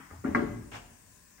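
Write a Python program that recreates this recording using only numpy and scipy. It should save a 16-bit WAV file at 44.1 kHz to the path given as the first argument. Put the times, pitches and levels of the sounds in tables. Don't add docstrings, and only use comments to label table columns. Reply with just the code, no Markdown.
import sys
import numpy as np
from scipy import signal
from scipy.fft import rfft, irfft
from scipy.io import wavfile
from scipy.ndimage import uniform_filter1d

SR = 44100
rng = np.random.default_rng(int(sys.argv[2]) if len(sys.argv) > 2 else 0)


def wrap_up_sound(samples):
    columns = np.atleast_2d(samples).T
    tamed = np.clip(columns, -1, 1)
    steps = np.round(tamed * 32767).astype(np.int16)
    wavfile.write(sys.argv[1], SR, steps)


def field_ratio(decibels):
    return 10 ** (np.asarray(decibels, dtype=float) / 20)


N = 61739

# t/s, level/dB, contact/ms, loudest tone f/Hz
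CLACKS = [(0.1029, -46.5, 4.4, 1440), (0.1084, -39.5, 3.5, 1440), (0.241, -39, 3, 1260),
          (0.244, -33, 3.5, 1230), (.252, -33.5, 4, 1400), (0.271, -38, 4.21, 1750), (.347, -12, 2.6, 1550),
          (.3515, -19.5, 2.502, 1350), (.356, -22.5, 2.415, 2120), (0.389, -29, 8, 1760),
          (1.381, -51, 1.48, 1700), (1.388, -55, 1.24, 1580), (1.3945, -50.5, 1.7, 1600),
          (0.3591, -21.5, 1.99, 1330), (.259, -35.5, 4.07, 1270), (0.7436, -45, 2.06, 1550),
          (.365, -29, 5.5, 1800), (.374, -34, 3.47, 1230), (0.723, -54.5, 1.52, 2600),
          (0.7568, -45, 2.3, 900)]
PUFF_PATCHY_DB = 1.2
BOARD_LEAN_DB, SCRAPE_LEAN_DB, HALL_LEAN_DB = 2.5, -0.5, 2.5


def evened(x):
    return x / np.sqrt(np.mean(x ** 2) + 1e-20)


def read(points, hz):
    f, value = np.transpose(points)
    return np.interp(np.log(hz + 1), np.log(f + 1), value)


def colour(x, points):
    gain = field_ratio(read(points, np.fft.rfftfreq(x.shape[-1], 1 / SR)))
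    return irfft(rfft(x) * gain, x.shape[-1])


def pair(a, b):
    # f/Hz, left-right coherence/1
    likeness = [(40, 0.8), (150, 1), (270, 0.59), (450, 0.033), (800, 0.12), (1300, 0.12), (3000, 0.013),
                (9000, 0.01)]
    same = np.clip(read(likeness, np.fft.rfftfreq(len(a), 1 / SR)), 0, 1)
    right = irfft(same * rfft(a) + np.sqrt(1 - same ** 2) * rfft(b), len(a))
    return np.array([a, right])


def placed(x, lean_db):
    return x * field_ratio(np.array([[.5], [-.5]]) * lean_db)


def tilted(x):
    # f/Hz, left minus right/dB
    edge_lean = [(700, -1.5), (1300, 2), (2200, 3), (4400, 6.5)]
    return irfft(placed(rfft(x), read(edge_lean, np.fft.rfftfreq(N, 1 / SR))), N)


def noise(points, patchy_db):
    # f/Hz, left minus right/dB
    noise_lean = [(60, 5.5), (400, 5.5), (1200, 6), (3300, 5.5), (5500, 16), (7500, 7), (8800, 2),
                  (10500, 1.4)]
    hz, _, z = signal.stft(pair(*rng.standard_normal((2, N))), SR, nperseg=1024, noverlap=768)
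    patches = uniform_filter1d(rng.standard_normal(z.shape[1:]), 10, 0)
    patches = evened(uniform_filter1d(patches, 12, 1))
    lean = read(noise_lean, hz)[:, None] / 2
    z = z * field_ratio(read(points, hz)[:, None] + patchy_db * patches + np.array([lean, -lean]))
    return evened(signal.istft(z, SR, nperseg=1024, noverlap=768)[1][:, :N])


def ring(modes, hits, fall_db, port_turn):
    detune, scatter_rad, spot_db = .009, 0.95, 5.5
    port_turn_hz = 565
    out = np.zeros((2, N + SR))
    t = np.arange(SR // 4) / SR
    hz, db, t60 = np.transpose(modes)[:, :, None]
    side = rng.choice([-1., 1.], hz.shape) * np.array([-1, 1])[:, None, None]
    turn = port_turn * side * np.minimum(hz / port_turn_hz, 1)
    for s, hit_db, contact_ms, tone_hz in hits:
        pitch_luck, level_luck, phase_luck = rng.standard_normal((3, len(modes), 1))
        press = contact_ms / 1000
        phase = 2 * np.pi * hz * (1 + detune * pitch_luck) * (t - press)
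        tones = np.cos(phase + scatter_rad * phase_luck + turn)
        octaves = abs(np.log2(hz / tone_hz))
        level_db = db + spot_db * level_luck - fall_db * octaves
        rise = np.sin(np.pi / 2 * np.minimum(t / press, 1)) ** 2
        sound = (field_ratio(level_db - 60 * t / t60) * tones).sum(1) * rise
        out[:, round(s * SR):][:, :len(t)] += field_ratio(hit_db) * sound / abs(sound.mean(0)).max()
    return out[:, :N]


def knocked_bodies():
    # t/s, level/dB, contact/ms, loudest tone f/Hz
    knocks = [(.001, -47, 1.5, 221), (0.111, -42.5, 1.1, 213), (0.134, -46.5, 3.1, 200),
              (0.2393, -34, 2.84, 420), (0.2467, -20, 6.56, 302), (.269, -27, 6.14, 248),
              (0.285, -24.5, 6.06, 268), (0.311, -29, 4.46, 191), (0.3485, -26, 2.3, 417),
              (.353, -20.5, 4.62, 265), (0.361, -26.5, 4.1, 420), (.370, -21, 4.93, 330),
              (.378, -20.5, 5.99, 287), (0.401, -27.5, 5.06, 295), (.42, -24, 6.68, 410),
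              (0.42, -33.5, 5.96, 243), (.437, -24.5, 7.4, 240), (0.476, -43, 6.3, 400),
              (0.499, -36, 6.5, 306), (0.555, -39.5, 11.5, 265), (0.2966, -36.5, 4.4, 238),
              (0.332, -35.5, 4, 244), (.384, -22, 4.01, 300)]
    # f/Hz, level/dB, t60/s
    body_modes = [(162, -17, 0.11), (200, -10, 0.15), (238.4, -6.5, 0.14), (265, -1, 0.082),
                  (318, -1.5, 0.046), (340, -25.5, 0.052), (404.8, -9, 0.095), (427.4, -9.5, 0.11),
                  (580, -7.5, 0.095)]
    return ring(body_modes, knocks, fall_db=5.5, port_turn=0.79)


def clacking_edges():
    # f/Hz, level/dB, t60/s
    edge_modes = [(718, -16, 0.18), (755, -3.5, 0.054), (958, -22, 0.082), (1106, -4, 0.035),
                  (1221, -4.5, 0.072), (1220, -12, 0.022), (1400, -7.5, 0.078), (1390, -4.5, 0.022),
                  (1633, -7, 0.073), (1720, -6, 0.033), (1810, -13, 0.045), (2024, -0.5, 0.03),
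                  (2196, -1, 0.013), (2653, -22.5, 0.033)]
    return ring(edge_modes, CLACKS, fall_db=7, port_turn=0.67)


def cracks():
    # f/Hz, density/dB per Hz
    crack_colour = [(700, -20), (900, 2), (2200, 4), (2900, -3), (3700, -11), (6000, -10), (8000, -15),
                    (12000, -25)]
    crack_db, crack_s = -34.5, 0.0036
    shape = np.zeros(N + SR)
    u = np.arange(SR // 10) / SR / crack_s
    for s, db, *_ in CLACKS:
        shape[round(s * SR):][:len(u)] += field_ratio(db + crack_db) * u * np.exp(1 - u)
    return shape[:N] * noise(crack_colour, PUFF_PATCHY_DB)


def rattles():
    # t/s, level/dB, t60/s
    buzzes = [
        (.108, -51.5, 0.42),
        (0.243, -43.5, 1),
        (.352, -41, 0.63),
    ]
    # f/Hz, density/dB per Hz
    buzz_colour = [(400, -15), (650, 3.5), (900, 2.5), (1500, -0.5), (2100, -5), (2700, -14.5),
                   (3500, -19.5), (5000, -34.5)]
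    rise_s = 0.024
    u = np.maximum(np.arange(N) / SR - np.array(buzzes)[:, :1], 0)
    db, t60 = np.transpose(buzzes)[1:, :, None]
    shape = (field_ratio(db - 60 * u / t60) * np.minimum(u / rise_s, 1)).sum(0)
    return shape * noise(buzz_colour, patchy_db=2.0)


def scrape():
    # t/s, level/dB
    stroke_points = [
        (0.7158, -49),
        (0.719, -47),
        (0.723, -44.5),
        (0.731, -46),
        (0.745, -43),
        (0.759, -43),
        (0.773, -46.5),
        (0.788, -53),
        (.84, -76),
    ]
    # f/Hz, density/dB per Hz
    grit_colour = [(350, -1.5), (650, 2.5), (950, 2.5), (1500, 1), (2200, -1), (3250, -3.5), (3600, -9.5),
                   (9000, -47)]
    swish_colour = [(3000, -20), (4000, -4), (6500, 0), (9300, -1), (10500, -15)]
    grains_per_s, spread_db = 12000, 3.5
    swish_db, late_s, smear_s = -13.5, 0.0038, 0.028
    grains = (rng.random((2, N)) < grains_per_s / SR) * rng.choice([-1., 1.], (2, N))
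    sizes_db = spread_db * np.minimum(rng.exponential(1, (2, N)), 5)
    grains = pair(*grains * field_ratio(sizes_db))
    s, db = np.transpose(stroke_points)
    stroke = field_ratio(np.interp(np.arange(N) / SR, s, db, -120, -120))
    dust = uniform_filter1d(np.roll(stroke, round(late_s * SR)), round(smear_s * SR))
    swish = field_ratio(swish_db) * dust * noise(swish_colour, PUFF_PATCHY_DB)
    return stroke * evened(colour(grains, grit_colour)) + swish


def thumps():
    # t/s, level/dB, f/Hz, t60/s
    rocks = [(0.118, -45, 86.9, 0.33), (0.182, -45, 110, 0.17), (0.253, -39.5, 101.4, 0.12),
             (0.284, -39.5, 78, 0.42), (0.354, -37, 93, 0.202), (0.43, -39, 142, 0.086),
             (0.447, -43, 51, 0.28), (0.491, -38.5, 114.3, 0.34), (0.559, -36, 117.9, 0.079),
             (0.622, -37.5, 66.2, 0.066), (0.679, -45, 112.1, 0.1), (0.823, -55, 45.5, 0.15),
             (0.514, -43.5, 104, 0.099)]
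    rise_s = 0.0056
    t = np.arange(N) / SR
    out = np.zeros(N)
    for s, db, hz, t60 in rocks:
        u = np.maximum(t - s, 0)
        rise = np.sin(np.pi / 2 * np.minimum(u / rise_s, 1)) ** 2
        out += field_ratio(db + 2.5 - 60 * u / t60) * rise * np.sin(2 * np.pi * hz * u)
    return out


def hall(x):
    # f/Hz, t60/s
    hall_decay = [(60, 1.2), (250, 0.9), (700, 0.71), (1500, 0.58), (3000, 0.67), (8000, 0.38)]
    gap_s = 0.01
    taps = np.zeros((2, SR))
    at = np.arange(0, SR - 20, 20) + rng.integers(0, 20, (2, (SR - 1) // 20))
    np.put_along_axis(taps, at, rng.choice([-1., 1.], at.shape), 1)
    hz, t, z = signal.stft(pair(*taps), SR, nperseg=256)
    decay = field_ratio(-60 * t / read(hall_decay, hz)[:, None])
    tail = signal.istft(z * decay, SR, nperseg=256)[1]
    tail = tail * np.minimum(np.arange(tail.shape[1]) / SR / gap_s, 1) ** 2
    return signal.fftconvolve(x[None], tail / np.linalg.norm(tail[0]), axes=1)[:, :N]


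def earlier_knock():
    # f/Hz, density/dB per Hz
    earlier_colour = [(88, -28), (150, -0.5), (263, -2), (544, -21), (742, -7.5), (1540, -2.5), (1650, -16),
                      (1820, -1.5), (2600, -18.5), (3380, -19), (5720, -120)]
    level_db, t60 = -49.5, 0.74
    return field_ratio(level_db - 60 * np.arange(N) / SR / t60) * noise(earlier_colour, PUFF_PATCHY_DB)


def drone():
    # f/Hz, bandwidth/Hz, level/dB
    machines = [(588, 30, -82.5), (1022, 117, -74), (1715, 480, -71), (2600, 420, -78.5)]
    hz = np.fft.rfftfreq(N, 1 / SR)
    z = rfft(pair(*rng.standard_normal((2, N))))
    out = np.zeros((2, N))
    for f, band_hz, db in machines:
        resonance = 1 / (1 + (2 * (hz - f) / band_hz) ** 2)
        out += field_ratio(db) * evened(irfft(z * resonance, N))
    return out


def noise_floor():
    # f/Hz, density/dB per Hz
    hum_colour = [(18, -6.5), (30, 4), (124, -10.5), (236, -6), (294, -16.5), (750, -21.5), (3600, -27),
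                  (4680, -76)]
    hiss_colour = [(2600, -59), (3700, -13.5), (5200, -9.5), (7200, -2.5), (9300, -2.5), (10500, -14.5),
                   (12500, -13.5), (15300, -7.5)]
    return field_ratio(-62) * noise(hum_colour, patchy_db=1.2) + field_ratio(-60) * noise(hiss_colour, patchy_db=1.87)


def scene():
    body, edge, puff = knocked_bodies(), clacking_edges(), cracks()
    slide, low = scrape(), thumps()
    sent = field_ratio(-9.5) * body[0] + field_ratio(-12) * edge[0] + field_ratio(-5) * puff[0]
    sent = sent + field_ratio(-8) * slide[0] + field_ratio(-6.5) * low
    near = placed(body + puff + low, BOARD_LEAN_DB) + tilted(edge)
    near = near + tilted(placed(slide, SCRAPE_LEAN_DB))
    far = placed(hall(sent) + drone(), HALL_LEAN_DB)
    return near + far + rattles() + earlier_knock() + noise_floor()


def band_limit(x):
    return signal.sosfilt(signal.butter(12, 16440, fs=SR, output="sos"), x)


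def record(dry):
    antiphase_bands = [(10250, 11050), (13100, 14400)]
    joined_hz, top_hz, bottom_hz = 10000, 15800, 40
    hz, z = np.fft.rfftfreq(N, 1 / SR), rfft(dry)
    flipped = sum((hz > lo) & (hz < hi) for lo, hi in antiphase_bands) > 0
    z[1] = np.where(hz > joined_hz, np.where(flipped, -z[0], z[0]), z[1])
    limits = (hz < top_hz) / np.sqrt(1 + (bottom_hz / (hz + 1)) ** 6)
    return band_limit(irfft(z * limits, N))


dry = scene()
out = record(dry)
wrap_up_sound(out)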